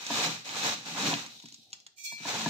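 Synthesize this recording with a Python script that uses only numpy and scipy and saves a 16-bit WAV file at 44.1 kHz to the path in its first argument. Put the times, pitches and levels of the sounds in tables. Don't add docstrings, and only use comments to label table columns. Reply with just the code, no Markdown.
import sys
import numpy as np
from scipy import signal
from scipy.fft import rfft, irfft
from scipy.io import wavfile
from scipy.ndimage import map_coordinates

SR = 44100
rng = np.random.default_rng(int(sys.argv[2]) if len(sys.argv) > 2 else 0)


def attenuation_scalar(level_db):
    decades = np.asarray(level_db, float) / 20
    return 10 ** decades


def generate_wav(signal):
    frames = np.transpose(np.atleast_2d(signal))
    scaled = np.clip(frames, -1, 1) * 32767
    pcm = np.round(scaled).astype(np.int16)
    wavfile.write(sys.argv[1], SR, pcm)


N = 110117

# (pitch_hz, width_hz, boost_db)
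HOLLOWS = [(2470, 320, 4.5), (3920, 670, 8), (5810, 1030, 4.5), (6950, 500, 0.5)]
# (pitch_hz, level_db, time_to_fall_60_db_s)
TRAY_TONES = [(126.7, -7.5, 0.37), (165, 1.5, 0.16), (228, 3, 0.21), (249, -4.5, 0.16), (281, 5, 0.11),
              (353.5, -4, 0.088), (434, -5, 0.072)]
# (pitch_hz, level_db, time_to_fall_60_db_s)
STRIP_TONES = [(573, -3, 0.035), (698, 2.5, 0.065), (859, -5.5, 0.042), (946, 9, 0.046),
               (1065, -6.5, 0.029), (1707, -4, 0.067)]
LEFT_LAG_S = 0.0003


def unit(x):
    return x / np.sqrt(np.mean(x ** 2) + 1e-20)


def along(points, hz):
    f, value = np.transpose(points)
    return np.interp(np.log(hz + 1), np.log(f + 1), value)


def curves(rows):
    time_s, *columns = np.transpose(rows)
    return [np.interp(np.arange(N) / SR, time_s, column, -120, -120) for column in columns]


def wobble(rate):
    knots = rng.standard_normal(int(N * rate / SR) + 4)
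    return map_coordinates(knots, [np.arange(N) * rate / SR])


def coloured(x, spectrum, bumps=()):
    hz = np.fft.rfftfreq(4096, 1 / SR)
    db = np.maximum(along(spectrum, hz), -70)
    db = db + sum(boost / (1 + (2 * (hz - centre) / width) ** 2) for centre, width, boost in bumps)
    fold = np.r_[1, 2 * np.ones(2047), 1, np.zeros(2047)]
    cepstrum = irfft(db * np.log(10) / 20) * fold
    response = irfft(np.exp(rfft(cepstrum)))[None, :2048]
    return signal.fftconvolve(x, response, axes=1)[:, :N]


def ringing(modes, attack_s=0.00049):
    t = np.arange(SR // 2) / SR
    ring = np.zeros(len(t))
    for k, (hz, db, t60) in enumerate(modes):
        ring += (-1) ** k * attenuation_scalar(db - 60 * t / t60) * np.sin(2 * np.pi * hz * t)
    return ring * (1 - np.exp(-t / attack_s))


def rung(x, modes):
    return signal.fftconvolve(x, ringing(modes)[None], axes=1)[:, :N]


def contacts(count, spread_db, lag_s=LEFT_LAG_S):
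    u = rng.random((count, 4))
    size = attenuation_scalar(-spread_db * np.log(u[:, 1] + 1e-3)) * np.sign(u[:, 2] - 0.5)
    lag = lag_s + 0.0001 * np.tan(2.4 * (u[:, 3] - 0.5))
    both = []
    for delay in (lag, 0 * lag):
        at = np.clip(np.round(u[:, 0] * N + delay * SR).astype(int), 0, N - 1)
        both.append(np.bincount(at, size, N))
    return unit(np.array(both))


def sweep():
    # (time_s, rustle_db, drumming_over_rustle_db, scrape_over_rustle_db)
    strokes = [
        [(0.0, -48.5, -15.5, -11.5), (0.246, -30.5, -8.5, -3), (0.44, -59.5, -7.5, -10)],
        [(0.45, -48.5, -14.5, -8), (0.652, -30, -12, -3.5), (0.85, -51.5, -12, -8)],
        [(0.86, -43, -10, -5.5), (1.08, -32, -1.5, -2), (1.38, -66, -21, -13)],
        [(2.2, -56, -17, -17), (2.286, -37, -10.5, -4), (2.496, -38.5, -5.5, -4.5)],
    ]
    # (pitch_hz, level_db)
    rustle_tone = [(710, -37.5), (1200, -2.5), (1980, -4.5), (2560, -2), (4650, -5), (5840, -6), (7170, -4),
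                   (9610, -20), (16000, -23)]
    # (pitch_hz, level_db)
    scrape_tone = [(210, -10.5), (350, -10), (480, -6.5), (861, -2.5), (2200, -12.5), (2860, -30),
                   (4840, -120)]
    db, drum_db, scrape_db = curves(np.concatenate(strokes))
    hand_lifted = np.abs(np.arange(N) / SR - 1.78) < 0.4
    db = np.where(hand_lifted, -120, db)
    weave_db = 2.15 * wobble(15) + 1.11 * wobble(45)

    rustle = unit(coloured(contacts(count=40000, spread_db=2.0), rustle_tone, HOLLOWS))
    rustle = attenuation_scalar(db + weave_db + 3.5) * rustle

    rub = contacts(count=9000, spread_db=3.0, lag_s=0.0001)
    scrape = unit(unit(coloured(rub, scrape_tone)) + 0.67 * unit(rung(rub, STRIP_TONES)))
    scrape = attenuation_scalar(db + scrape_db + weave_db + 1.5 * wobble(30.1) + 1.5) * scrape

    push = contacts(count=1500, spread_db=0.5, lag_s=0.00005)
    push = attenuation_scalar(db + drum_db + 1.9 * wobble(18)) * push
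    drum = rung(push, TRAY_TONES) / np.linalg.norm(ringing(TRAY_TONES))
    return rustle + scrape + attenuation_scalar(0.5) * drum


def pour():
    # (time_s, level_db)
    trickle = [
        (1.96, -66.5),
        (2.048, -40.5),
        (2.22, -62.5),
    ]
    # (pitch_hz, level_db)
    patter_tone = [(1800, -51), (2600, -21), (4500, -9), (7200, 1.5), (8500, -6), (9500, -17),
                   (12000, -10.5), (16000, -11.5)]
    # (pitch_hz, level_db, time_to_fall_60_db_s)
    cup_tones = [(2326, 7, .4), (2420, 4.5, 0.32), (2410, -20, .3), (2682, -5, 0.46), (3360, -1, 0.33),
                 (3790, -4.5, 0.29), (4180, -19, 0.35), (4290, 5.5, 0.24), (4980, -3.5, 0.44),
                 (5556, -2, 0.26), (5960, 3.5, 0.36), (6169, -17, 0.42), (6750, -1, 0.2), (7300, -12, .25)]
    db, = curves(trickle)
    hits = attenuation_scalar(db + 1.8 * wobble(40)) * contacts(count=20000, spread_db=3.5)
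    steady = contacts(count=20000, spread_db=4)
    patter = coloured(hits, patter_tone) / np.std(coloured(steady, patter_tone))

    weak_hz = np.sort(rng.uniform(3000, 8800, size=36))
    wall = cup_tones + [(hz, -19 + rng.normal(0, 5.3), 0.22) for hz in weak_hz]
    ring = coloured(rung(hits, wall), [(1700, -27), (2250, 2)]) / np.linalg.norm(ringing(wall))

    pan_db = np.clip(-4.5 + 42 * (np.arange(N) / SR - 2), -9, 9)
    return (attenuation_scalar(-1.5) * patter + attenuation_scalar(0.5) * ring) * attenuation_scalar(pan_db * np.array([[0.5], [-0.5]]))


def rolling():
    # (time_s, level_db)
    roll_level = [
        (1.3, -53.5),
        (1.624, -62),
        (1.97, -86.5),
    ]
    # (pitch_hz, level_db)
    roll_tone = [(710, -56), (1200, -25), (2250, -37), (2320, -19), (3700, -5.5), (4310, -8), (16000, -28)]
    db, = curves(roll_level)
    tumble = unit(coloured(contacts(count=9000, spread_db=1.5), roll_tone, HOLLOWS))
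    return attenuation_scalar(db + 0.73 * wobble(36.8) + 2.0) * tumble


def clicks():
    # (start_s, peak_db, dullness_0_to_1)
    landings = [(0.0658, -22, 0.2), (0.4914, -22.5, 0.38), (1.1394, -17.5, 0.63), (1.2625, -27.5, 0.35),
                (1.4002, -35.5, 0.4), (1.4245, -36, 0.2), (1.4566, -31.5, 0.16), (1.485, -35, 0.18),
                (1.524, -38, 0.03), (1.5433, -35.5, 0.02), (1.6654, -63, 0.47), (1.7045, -48, 0),
                (1.7214, -46, 0), (1.73, -23.5, 0.18), (1.8018, -44, 0.03), (1.8653, -30.5, 0.22),
                (1.9733, -53.5, 0), (1.984, -41, 0.15), (2.4163, -21.5, 0.35)]
    # (pitch_hz, level_db)
    tick_tone = [(500, -27), (850, -15), (1700, -15.5), (4200, 1), (7000, 1), (9000, -14.5), (12000, -29.5),
                 (16000, -26)]
    x = np.zeros((2, N + SR))
    t = np.arange(SR // 20) / SR
    for start_s, db, dull in landings:
        rattle = 0.2 * rng.standard_normal(len(t) - 1) * attenuation_scalar(-60 * t[1:] / 0.03)
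        tick = np.r_[1, rattle]
        soft = 6 * signal.lfilter(*signal.butter(2, 2600, fs=SR), tick)
        tick = np.clip(1 - dull, 0, 1) * tick + np.clip(dull, 0, 1) * soft
        for side, lag in enumerate((LEFT_LAG_S, 0)):
            x[side, round((start_s + lag) * SR):][:len(t)] += attenuation_scalar(db) * tick
    one = np.zeros((1, N))
    one[0, 0] = 1
    return attenuation_scalar(1.5) * coloured(x[:, :N], tick_tone) / np.abs(coloured(one, tick_tone)).max()


def varied(modes):
    return [(hz, db + rng.normal(0, 2.44), t60) for hz, db, t60 in modes]


def knocks():
    # (start_s, peak_db, hardness_db), a hard knock rings the strips more
    taps = [(0.103, -29.5, 5), (0.872, -49, -13), (1.129, -24.5, 2), (1.259, -45.5, -10), (1.359, -54, -4),
            (1.437, -40, -14), (1.519, -52, -10.5), (1.58, -53.5, -21), (2.121, -44.5, 6.5),
            (2.2, -40.5, -11), (2.253, -36, 8), (2.459, -20, -0.5)]
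    x = np.zeros(N + SR)
    for start_s, db, hard_db in taps:
        ring = ringing(varied(TRAY_TONES), 0.004)
        ring = ring + attenuation_scalar(hard_db) * ringing(varied(STRIP_TONES), 0.00063)
        x[round(start_s * SR):][:len(ring)] += attenuation_scalar(db - 11.5) * ring
    return x[:N] * attenuation_scalar([[0.8], [-0.8]])


def room(x):
    # (pitch_hz, time_to_fall_60_db_s)
    echo_time = [(200, 0.25), (1500, 0.31), (5000, 0.47), (12000, 0.05)]
    hz, t, z = signal.stft(rng.standard_normal((2, SR // 2)), SR, nperseg=256)
    fade = attenuation_scalar(-60 * t / along(echo_time, hz)[:, None])
    tail = signal.istft(z * fade, SR, nperseg=256)[1][:, :SR // 2]
    t = np.arange(SR // 2) / SR
    scatter = np.diff(rng.standard_normal((2, SR // 2 + 1)), axis=1) * attenuation_scalar(-60 * t / 0.03)
    tail = attenuation_scalar(-11) * tail / np.linalg.norm(tail[0])
    echo = tail + attenuation_scalar(-5) * scatter / np.linalg.norm(scatter[0])
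    late = np.pad(x, ((0, 0), (30, 0)))
    return signal.fftconvolve(late, echo, axes=1)[:, :N]


def hush():
    # (pitch_hz, level_db)
    hush_tone = [(35, -52), (60, 5.5), (636, -8), (767, -0.5), (1040, -28), (3580, -14.5), (16000, -26)]
    a, b = rng.standard_normal((2, N))
    air = np.array([a + 0.45 * b, a - 0.46 * b])
    return attenuation_scalar(-73 + 4.5 * wobble(6.77)) * unit(coloured(air, hush_tone))


def scene():
    near = sweep() + rolling() + pour() + clicks() + knocks()
    return near + room(near) + hush()


def roll_off(x):
    return signal.sosfilt(signal.butter(12, 16600, fs=SR, output="sos"), x)


def record(dry):
    # (pitch_hz, level_db)
    mic_tone = [(20, -40), (60, -16), (120, 0), (15700, 0), (15900, -70)]
    # (pitch_hz, width_hz, boost_db)
    mic_dips = [(9630, 560, -10), (10680, 490, -10), (13100, 350, -8.5)]
    mix = coloured(dry, mic_tone, mic_dips)
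    return roll_off(mix)


dry = scene()
out = record(dry)
generate_wav(out)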